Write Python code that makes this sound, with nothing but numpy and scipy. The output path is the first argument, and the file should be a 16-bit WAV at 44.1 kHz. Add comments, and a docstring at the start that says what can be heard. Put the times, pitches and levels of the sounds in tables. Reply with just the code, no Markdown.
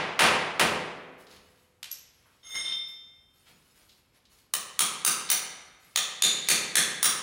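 """A bare, echoing room, heard by one small microphone: a broken floor tile is knocked out over faint still air.
Hammer blows, shaped clicks with a steel ping and a hum, smash its corner; short snaps follow and a tossed shard clinks.
A steel chisel is dragged, its modes plucked by grit and ringing on, then seated in crunching dust made of tiny grains.
It is driven under the tile in runs of four and five bright blows, clicks coloured by steel and ceramic resonances.
Every blow excites the room; a limiter ducks each crack, so the room swells up just behind it."""
import sys
import numpy as np
from scipy import signal
from scipy.fft import rfft, irfft, next_fast_len
from scipy.io import wavfile

SR = 44100
rng = np.random.default_rng(int(sys.argv[2]) if len(sys.argv) > 2 else 0)


def dump(signal):
    """Clip the signal to [-1, 1] and save it as 16-bit WAV at the path in sys.argv[1]."""
    limited = np.clip(np.atleast_2d(signal).T, -1, 1)
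    pcm = np.round(limited * 32767).astype(np.int16)
    wavfile.write(sys.argv[1], SR, pcm)


N = 318402
LEAD = SR // 2  # samples worked out before time zero, for the blow that falls there
TIME = np.arange(-LEAD, N) / SR
HZ = np.maximum(np.fft.rfftfreq(8192, 1 / SR), 1)  # frequency grid of every knock


def from_db(db):
    """Decibels to gain."""
    return 10 ** (np.asarray(db) / 20)


def rms_one(x):
    """Scale to rms 1."""
    return x / np.sqrt(np.mean(x ** 2) + 1e-20)


def at_hz(points, hz):
    """Read a table on a log-frequency axis."""
    known, value = np.transpose(points)
    return np.interp(np.log(np.maximum(hz, 1)), np.log(known), value)


def coloured(x, spectrum):
    """Give a steady sound a spectrum; rms 1."""
    size = next_fast_len(len(x))
    gain = from_db(at_hz(spectrum, np.fft.rfftfreq(size, 1 / SR)))
    return rms_one(irfft(rfft(x, size) * gain, size)[:len(x)])


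def resonance(hz, width_hz, db):
    """Power response of one damped mode."""
    detuning = (HZ ** 2 - hz ** 2) / (HZ * width_hz)
    return from_db(db) ** 2 / (1 + detuning ** 2)


def ring(x, hz, t60):
    """A two-pole resonator: a unit click sets a sine of height 1 ringing, 60 dB down after t60 seconds."""
    radius = from_db(-60 / (t60 * SR))
    angle = 2 * np.pi * hz / SR
    return signal.lfilter([0, np.sin(angle)], [1, -2 * radius * np.cos(angle), radius * radius], x + 1e-18)


def knock(power, scatter_s):
    """Causal click with this power spectrum, smeared by waves that run to and fro in the struck piece."""
    # folding the cepstrum gives minimum phase: the energy comes as early as it can
    cepstrum = irfft(np.log(power + 1e-12) / 2)
    half = len(cepstrum) // 2
    folded = np.r_[cepstrum[0], 2 * cepstrum[1:half]]
    spectrum = np.exp(rfft(folded, 2 * half))
    # four all-pass echoes smear it in time and leave its colour alone
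    feedback = np.sqrt(.5)
    for lag in scatter_s * rng.uniform(.1, 1, size=4):
        delay = np.exp(-2j * np.pi * HZ * lag)
        spectrum = spectrum * (delay - feedback) / (1 - feedback * delay)
    return irfft(spectrum)


def add(track, s, sound):
    """Mix a sound in at time s."""
    start = max(LEAD + round(s * SR), 0)
    track[start:start + len(sound)] += sound[:len(track) - start]


def grains(per_s, spread_db):
    """Random tiny contacts of uneven size and random sign."""
    chance = rng.random(len(TIME)) * SR / per_s
    at = np.flatnonzero(chance < 1)
    size_db = spread_db * np.minimum(-np.log(chance[at]), 4)
    out = np.zeros(len(TIME))
    out[at] = from_db(size_db) * (-1) ** at
    return out


def stroke(s, length_s, attack_s, release_s):
    """A movement of the hand swells in a straight line, holds and dies away exponentially."""
    swell = np.clip((TIME - s) / attack_s, 0, 1)
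    return swell * np.exp(-np.maximum(TIME - s - length_s, 0) / release_s)


def body(power, thud_db, treble_db, thud_hz=600, treble_hz=8000):
    """Weight the power spectrum of a blow: the slab thuds, the glaze splinters."""
    thud = thud_db / (1 + (HZ / thud_hz) ** 4)
    treble = treble_db / (1 + (treble_hz / HZ) ** 6)
    return power * from_db(thud + treble) ** 2


# Still air of the room at the microphone. Each row: frequency in Hz, relative density in dB per Hz.
AIR_COLOUR = [(15, -36), (25, 0.5), (75, 5), (741, -11), (1240, -10.5), (1900, -17), (2120, -11.5),
              (2920, -19.5), (3630, -25.5), (6210, -23.5), (11200, -23), (14300, -28), (15500, -45)]


def still_air(level_db=-70):
    """Steady coloured noise lies under the work."""
    return from_db(level_db) * coloured(rng.standard_normal(len(TIME)), AIR_COLOUR)


# How long the bare room holds a sound. Each row: frequency in Hz, t60 in seconds.
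ROOM_DECAY = [(100, 0.9), (260, 1.4), (700, 1.28), (1840, 1.31), (4850, .8), (9000, 0.65), (13000, 0.34)]
# Standing waves between the walls. Each row: frequency in Hz, starting level in the room response in dB.
WALL_MODES = [(83, -58), (160, -55), (187, -58.5), (259, -61), (376, -59.5), (428, -59.5), (504, -60.5),
              (680, -64), (757, -61), (1000, -63.5), (1088, -65.5), (1163, -64.5), (1277, -63.5)]


def standing_waves(t, swell_s=.02):
    """The strongest low modes of the room swell up and die slowly."""
    waves = 0
    for hz, db in WALL_MODES:
        fade = from_db(db - 60 * t / at_hz(ROOM_DECAY, hz))
        waves = waves + fade * np.sin(2 * np.pi * (hz * t + rng.random()))
    return waves * (1 - np.exp(-t / swell_s))


# First echoes, from the near wall and the ceiling. Each row: delay in seconds, level in dB against the source.
NEAR_ECHOES = [(.0125, -10.5), (.0155, -13.5), (.0275, -16)]


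def first_echoes(t):
    """Hard walls send back distinct copies."""
    sample = np.arange(len(t))
    return sum(from_db(db) * (sample == round(s * SR)) for s, db in NEAR_ECHOES)


# Strength of the diffuse echo. Each row: frequency in Hz, level in dB against the sound sent into the room.
ROOM_LEVEL = [(40, 0.5), (75, 5.5), (120, -0.5), (200, 3.5), (320, -1), (420, 4.5), (1000, -0.5),
              (3000, -1), (9000, -3.5), (15000, -7.5)]


def room_echo(build_s=0.0058, early_db=0.5, early_t60=0.84, bass_lag_s=0.034, bass_hz=330):
    """Response of the room: strong early echoes from near walls, then a long tail; the bass builds up late."""
    t = np.arange(3 * SR // 2) / SR
    hz = np.fft.rfftfreq(len(t), 1 / SR)
    white = rfft(rng.standard_normal(len(t)))
    centres = np.geomspace(50, 16000, 18)
    tail = 0
    for centre, share in zip(centres, np.eye(len(centres))):
        # overlapping triangular bands, each with its own decay
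        band = irfft(white * np.interp(hz, centres, share), len(t))
        fade = from_db(-60 * t / at_hz(ROOM_DECAY, centre))
        early = from_db(early_db - 60 * t / early_t60)
        build = build_s + bass_lag_s / (1 + (centre / bass_hz) ** 2)
        shape = fade * (1 + early) * (1 - np.exp(-(t / build) ** 2))
        tail = tail + band * shape / np.linalg.norm(shape) * from_db(at_hz(ROOM_LEVEL, centre))
    return tail + first_echoes(t) + standing_waves(t)


def tinkle(count=28, t60=0.12):
    """Chips of glaze tick at pitches of their own."""
    pitches = np.geomspace(2200, 15000, count) * rng.uniform(.95, 1.05, count)
    ticks = 0
    for hz in pitches:
        ticks = ticks + np.sqrt(hz) * ring(grains(per_s=35, spread_db=3.5), hz, t60)
    return rms_one(ticks)


# Blows with the hammer on the chisel; the notes shift with how the blade sits.
# Each row: start in seconds, force in dB, bite of the blade in dB, shank ring in dB, head ring in dB,
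# tile note in Hz, its level in dB, bending note in Hz, its level in dB, chatter rate in Hz.
# The note and ring levels come before the force.
CHISEL_BLOWS = [(4.5376, 5, 0, 12.5, 13, 1120, 4, 3000, 2, 604),
                (4.7923, 13, 0, 15, 8, 1240, 4, 3270, 7, 1130),
                (5.0490, 14.5, -1.5, 16, 12.5, 1310, 3, 6070, 9, 1282),
                (5.3013, 13, -4.5, 14, 15.5, 2060, 0, 5870, 13, 746),
                (5.9598, 13, -7, 5.5, 4.5, 1840, -6, 3500, 13.5, 631),
                (6.2222, 14, 0.5, 9.5, -9, 4030, 7, 3590, 23, 2198),
                (6.4870, 17.5, 0.5, 8, 1, 2380, 4, 3590, 6.5, 2150),
                (6.7550, 16.5, 0, 13, -5, 1745, 8, 3420, 10, 1961),
                (7.0289, 16.5, -3.5, 15, 13, 1200, 4, 5680, 11, 1709)]
# Colour of the dust on the floor. Each row: frequency in Hz, gain in dB.
DUST_COLOUR = [(100, 5), (250, 4), (700, -2), (1500, 0.5), (2600, -2), (4400, -2), (7500, -7.5),
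               (10000, -8.5), (11300, -2.5), (13000, -13.5), (16000, -9)]
# Moves of glove and blade in the dust.
# Each row: start in seconds, length in seconds, level in dB, tilt towards the treble in dB.
DUST_MOVES = [(1.175, .04, -60, 1), (1.278, .09, -59, -5), (1.4, .24, -72, 1), (2.12, .3, -73, -3),
              (2.87, .015, -60, 13), (3.33, 0.65, -70.5, 4), (3.448, 0.054, -65, -10), (3.738, .08, -70, 0),
              (4.127, .04, -68, -8), (4.29, .11, -64.5, 4), (5.79, .14, -65.5, 4)]
MOVE_ATTACK_S, MOVE_RELEASE_S = 0.027, 0.025
RESTING_DB = -80.5  # grit under the resting hand
SPRAY_DB, SPRAY_HOLD_S, SPRAY_FADE_S = -81, .15, .15  # dust thrown up by a blow of 0 dB force


def shuffle(split_hz=6000, tinkle_db=-3):
    """Dust crunches under each move of glove and blade, now dull, now fine, and patters after chisel blows."""
    crumble = rms_one(grains(per_s=3500, spread_db=4.0))
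    dust = coloured(crumble + from_db(tinkle_db) * tinkle(), DUST_COLOUR)
    dull = signal.sosfiltfilt(signal.butter(2, split_hz, fs=SR, output="sos"), dust)
    fine = dust - dull
    spray = 0
    for s, force_db, *_ in CHISEL_BLOWS:
        patter = stroke(s, SPRAY_HOLD_S, MOVE_ATTACK_S, SPRAY_FADE_S)
        spray = spray + from_db(SPRAY_DB + force_db) * patter
    out = (from_db(RESTING_DB) + spray) * dust
    for s, length_s, db, tilt_db in DUST_MOVES:
        crunch = dull * from_db(-tilt_db / 2) + fine * from_db(tilt_db / 2)
        out = out + from_db(db) * stroke(s, length_s, MOVE_ATTACK_S, MOVE_RELEASE_S) * crunch
    return out


# Hand and tool settle on the floor. Each row: start in seconds, level in dB, pitch in Hz.
FLOOR_BUMPS = [(2.25, -21, 1200), (3.468, -21, 2200), (3.478, -13, 170), (3.775, -20, 200)]


def bumps():
    """Soft, dull contacts, each one broad resonance."""
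    out = np.zeros(len(TIME))
    for s, db, hz in FLOOR_BUMPS:
        add(out, s, from_db(db) * knock(resonance(hz, hz, 0) ** 2, scatter_s=0.011))
    return out


# The tossed shard lands on the floor and rocks.
# Each row: start in seconds, level in dB, clack in Hz, clack width in Hz, ring in dB against the clack.
SHARD_CONTACTS = [(1.8291, -3.5, 3260, 2500, 5), (1.8424, -12, 3500, 3000, -1),
                  (1.909, -20, 6000, 2500, 10), (1.914, -2, 5800, 1080, 17.5),
                  (1.9245, -7.5, 5950, 1400, 18), (1.9405, -11, 5970, 1400, 4)]
SHARD_HZ, SHARD_WIDTH_HZ = 12600, 69
# Short snaps: crumbs, and the blade touching the tile just before a blow.
# Each row: start in seconds, level in dB.
SHORT_SNAPS = [(1.268, -20), (1.311, -18.5), (1.366, -22), (3.893, -20.5), (3.917, -25), (4.253, -25),
               (4.387, -29), (5.29, 2.5), (5.953, -15), (6.472, -4)]
SNAP_HZ, SNAP_WIDTH_HZ = 3940, 2750  # width before the response is squared


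def debris(top_cut_hz=12800):
    """A shard clinks on the floor, a clack and a high ring; crumbs and blade snap, each a broad resonance."""
    out = np.zeros(len(TIME))
    top_cut = 1 / (1 + (HZ / top_cut_hz) ** 40)  # steep top cut on the shard's clink
    for s, db, hz, width_hz, ring_db in SHARD_CONTACTS:
        power = resonance(hz, width_hz, 0) + resonance(SHARD_HZ, SHARD_WIDTH_HZ, ring_db)
        add(out, s, from_db(db) * knock(power * top_cut, scatter_s=0.00083))
    for s, db in SHORT_SNAPS:
        snap = knock(resonance(SNAP_HZ, SNAP_WIDTH_HZ, 0) ** 2, scatter_s=.0025)
        add(out, s, from_db(db) * snap)
    return out


# The chisel touches down, slides lightly, catches as it is pressed, and is lifted.
TOUCH_S, PRESS_S, LIFT_S = 2.425, 2.535, 2.735
SLIDE_DB, PRESS_DB, CATCH_DB = -15, -18, -9
CATCH_FADE_S, DRAG_ATTACK_S, DRAG_RELEASE_S = 0.027, 0.022, 0.022


def rubbing():
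    """How hard the dragged chisel bears on the floor."""
    slide = from_db(SLIDE_DB) * stroke(TOUCH_S, LIFT_S - TOUCH_S, DRAG_ATTACK_S, DRAG_RELEASE_S)
    press = from_db(PRESS_DB) * stroke(PRESS_S, LIFT_S - PRESS_S, DRAG_ATTACK_S, DRAG_RELEASE_S)
    catch = from_db(CATCH_DB) * stroke(PRESS_S, DRAG_ATTACK_S, DRAG_ATTACK_S, CATCH_FADE_S)
    return slide + press + catch


# Modes of the dragged chisel. Each row: frequency in Hz, level of the free ring in dB (rms if spread
# over sing_s), t60 in seconds, time in seconds at which the contact drives it hardest.
BAR_MODES = [(2122, -44, 0.43, 2.575), (3165, -43.5, 0.89, 2.71), (3600, -40, 0.7, 2.675),
             (3640, -43.5, 0.8, 2.662), (5320, -43, 0.92, 2.61), (6480, -49, 0.65, 2.517),
             (8660, -55.5, 0.48, 2.55), (9080, -61, 0.3, 2.53), (9560, -56, 0.55, 2.53),
             (10820, -63.5, 0.8, 2.49), (14290, -70, .3, 2.5), (14950, -70, 0.32, 2.52)]
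# Colour of the scrape on the floor. Each row: frequency in Hz, gain in dB.
RASP_COLOUR = [(80, -48), (300, -20), (800, -8), (1080, -2), (1350, 7), (1700, -16), (3500, 5.5),
               (4700, -8), (5600, 0), (7500, -15), (9400, -4), (12000, -36), (16000, -26)]
PASS_SHARE = 0.43  # the chisel slows: a mode is driven for this share of the time slid so far
EVEN_SHARE = .03  # part of the plucking that reaches every mode alike
FLICK_DB, FLICK_S = -21, .01  # the edge flicks every mode as it leaves the floor


def drag(sing_s=0.23, rasp_db=-44.5, pressed_db=-7, pressed_t60=0.14):
    """Grit plucks the sliding bar, which rings on once it is lifted; returns rasp and ring."""
    rub = rubbing()
    grit = grains(per_s=2500, spread_db=5.0)
    flick = from_db(FLICK_DB) * stroke(LIFT_S, FLICK_S, FLICK_S, FLICK_S)
    sing = 0
    for hz, db, t60, s in BAR_MODES:
        # the contact point wanders along the bar
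        passing = 1 / (1 + ((TIME - s) / (PASS_SHARE * (s - TOUCH_S))) ** 2)
        plucks = grit * (rub * (EVEN_SHARE + passing) + flick)
        free = ring(plucks, hz, t60)
        pressed = ring(plucks, hz, pressed_t60)  # touching the floor smears each mode
        mode = free / np.linalg.norm(free) + from_db(pressed_db) * pressed / np.linalg.norm(pressed)
        sing = sing + from_db(db) * mode * np.sqrt(sing_s * SR)
    rasp = from_db(rasp_db) * rub * coloured(grains(per_s=2200, spread_db=5.0), RASP_COLOUR)
    return rasp, sing


# Ringing of the tile under the chisel. Each row: frequency in Hz, width in Hz, level in dB,
# the frequency and level before each blow's small random shift.
TILE_MODES = [(387, 140, -8), (780, 43, -6.5), (1010, 130, -7.5), (1227, 93, 1), (1700, 110, 0),
              (2140, 200, 0.5), (2660, 210, -1), (3080, 180, 0), (3604, 140, 4), (4180, 250, 5),
              (4660, 69, 4), (5510, 140, 4), (7650, 200, -4), (10950, 320, -6)]


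def tile(vary_db=0.5, vary_share=0.036):
    """Each chisel blow finds the cracking tile held a little differently, so its modes shift."""
    power = 0
    for hz, width_hz, db in TILE_MODES:
        pitch_chance, level_chance = rng.standard_normal(2)
        power = power + resonance(hz * (1 + vary_share * pitch_chance), width_hz, db + vary_db * level_chance)
    return power


def rebound(chatter_hz, rebound_db=-11):
    """Power response of a second, weaker contact, one chatter period after the first."""
    gain = from_db(rebound_db)
    return 1 + 2 * gain / (1 + gain ** 2) * np.cos(2 * np.pi * HZ / chatter_hz)


# Colour of a chisel blow. Each row: frequency in Hz, gain in dB.
CUT_COLOUR = [(40, -42), (90, -20), (160, -9.5), (400, -10), (700, -8.5), (1150, -9), (1600, -4.5),
              (4200, -7.5), (5100, -6.5), (6200, 4), (8000, -0.5), (10300, -1), (13000, -7), (16000, -26)]
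SHANK_HZ, SHANK_WIDTH_HZ = 9355, 245
HEAD_HZ, HEAD_WIDTH_HZ = 15380, 150
TILE_NOTE_WIDTH_HZ = 190
BEND_WIDTH_HZ, BEND_NARROWS = 300, .42  # the freer the blade, the louder and narrower its note
# the second bending note; a higher bend has less of it
OVERTONE_RATIO, OVERTONE_LOSS_DB_PER_HZ = 1.92, .0011
SPLINTER_PER_BITE = 1.4  # dB of treble for each dB of thud


def chisel():
    """Bright blows; a deep bite thuds and splinters more, and hand and tile keep the steel's ring short."""
    out = np.zeros(len(TIME))
    for (s, force_db, bite_db, shank_db, head_db,
         note_hz, note_db, bend_hz, bend_db, chatter_hz) in CHISEL_BLOWS:
        shank = resonance(SHANK_HZ, SHANK_WIDTH_HZ, shank_db)
        head = resonance(HEAD_HZ, HEAD_WIDTH_HZ, head_db)
        width_hz = BEND_WIDTH_HZ * from_db(-BEND_NARROWS * bend_db)
        overtone_db = bend_db - OVERTONE_LOSS_DB_PER_HZ * bend_hz
        bends = resonance(bend_hz, width_hz, bend_db)
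        bends = bends + resonance(OVERTONE_RATIO * bend_hz, width_hz, overtone_db)
        cut = from_db(at_hz(CUT_COLOUR, HZ)) ** 2
        note = resonance(note_hz, TILE_NOTE_WIDTH_HZ, note_db)
        ceramic = body(cut + tile() + note, bite_db, SPLINTER_PER_BITE * bite_db)
        power = (ceramic + bends) * rebound(chatter_hz) + shank + head
        add(out, s, from_db(force_db) * knock(power, scatter_s=0.00076))
    return out


# Hammer straight on the tile; the first blow falls before time zero and only its aftermath is heard.
# Each row: start in seconds, force in dB, thud in dB, treble in dB, ring of the hammer head in dB before force.
HAMMER_BLOWS = [(-.19, 27.5, -0.5, -8, -10), (0.1922, 29.5, -2, -1.5, -4), (0.596, 23, 3.5, 2, -5)]
# Colour of a hammer blow. Each row: frequency in Hz, gain in dB.
SMASH_COLOUR = [(40, -30.5), (85, -13.5), (160, -8.5), (400, -4.5), (1100, 0), (2500, -0.5), (4200, -7.5),
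                (7500, -14.5), (10500, -17.5), (13000, -23), (16000, -25)]
HUM_HZ, HUM_T60 = 500.6, 2.3  # pitch in Hz, t60 in seconds
HUM_DB = -69.5  # for a blow of 0 dB force


def hammer():
    """Heavy, dull blows on the tile, with a short steel ping; returns them and a faint lingering hum."""
    out, jolts = np.zeros((2, len(TIME)))
    for s, force_db, thud_db, treble_db, ring_db in HAMMER_BLOWS:
        smash = body(from_db(at_hz(SMASH_COLOUR, HZ)) ** 2, thud_db, treble_db)
        ping = resonance(hz=9520, width_hz=160, db=ring_db)
        add(out, s, from_db(force_db) * knock(smash + ping, scatter_s=.0016))
        add(jolts, s, from_db([force_db]))
    return out, from_db(HUM_DB) * ring(jolts, HUM_HZ, HUM_T60)


def scene(direct_low_hz=560, low_cut_hz=40):
    """All the work sounds through the room, over faint still air."""
    air = still_air()
    small = debris()
    rasp, sing = drag()
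    blows, hum = hammer()
    work = blows + chisel() + rasp + shuffle() + bumps()
    # the small contact radiates little bass; the bass arrives by way of slab and room
    direct = signal.sosfilt(signal.butter(2, direct_low_hz, "high", fs=SR, output="sos"), work)
    into_room = work + from_db(0.5) * small + from_db(-4.5) * sing
    echo = signal.fftconvolve(into_room, room_echo())[:len(TIME)]
    heard = direct + small + sing + hum + echo + air
    # a small microphone is deaf to the deepest bass
    low_cut = signal.butter(4, low_cut_hz, "high", fs=SR, output="sos")
    return signal.sosfilt(low_cut, heard)[None, LEAD:]


def limiter(x, ceiling_db=-10.5, release_db_per_s=650, attack_s=0.00024):
    """The gain drops almost at once on a peak and climbs back within tens of milliseconds."""
    over_db = np.maximum(20 * np.log10(np.abs(x) + 1e-9) - ceiling_db, 0)
    # a running maximum against a slope holds each peak and lets it go at a constant rate
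    slope = release_db_per_s * np.arange(N) / SR
    held_db = np.maximum.accumulate(over_db + slope, axis=-1) - slope
    smoothing = np.exp(-1 / (attack_s * SR))
    return x * from_db(-signal.lfilter([1 - smoothing], [1, -smoothing], held_db))


def record(dry, top=.38, cutoff_hz=15900):
    """Limiter, rounding of what slips through it, and a steep top cut."""
    limited = limiter(dry)
    rounded = limited / (1 + (limited / top) ** 4) ** (1 / 4)
    return signal.sosfiltfilt(signal.ellip(8, .1, 40, cutoff_hz, fs=SR, output="sos"), rounded)


dry = scene()
out = record(dry)
dump(out)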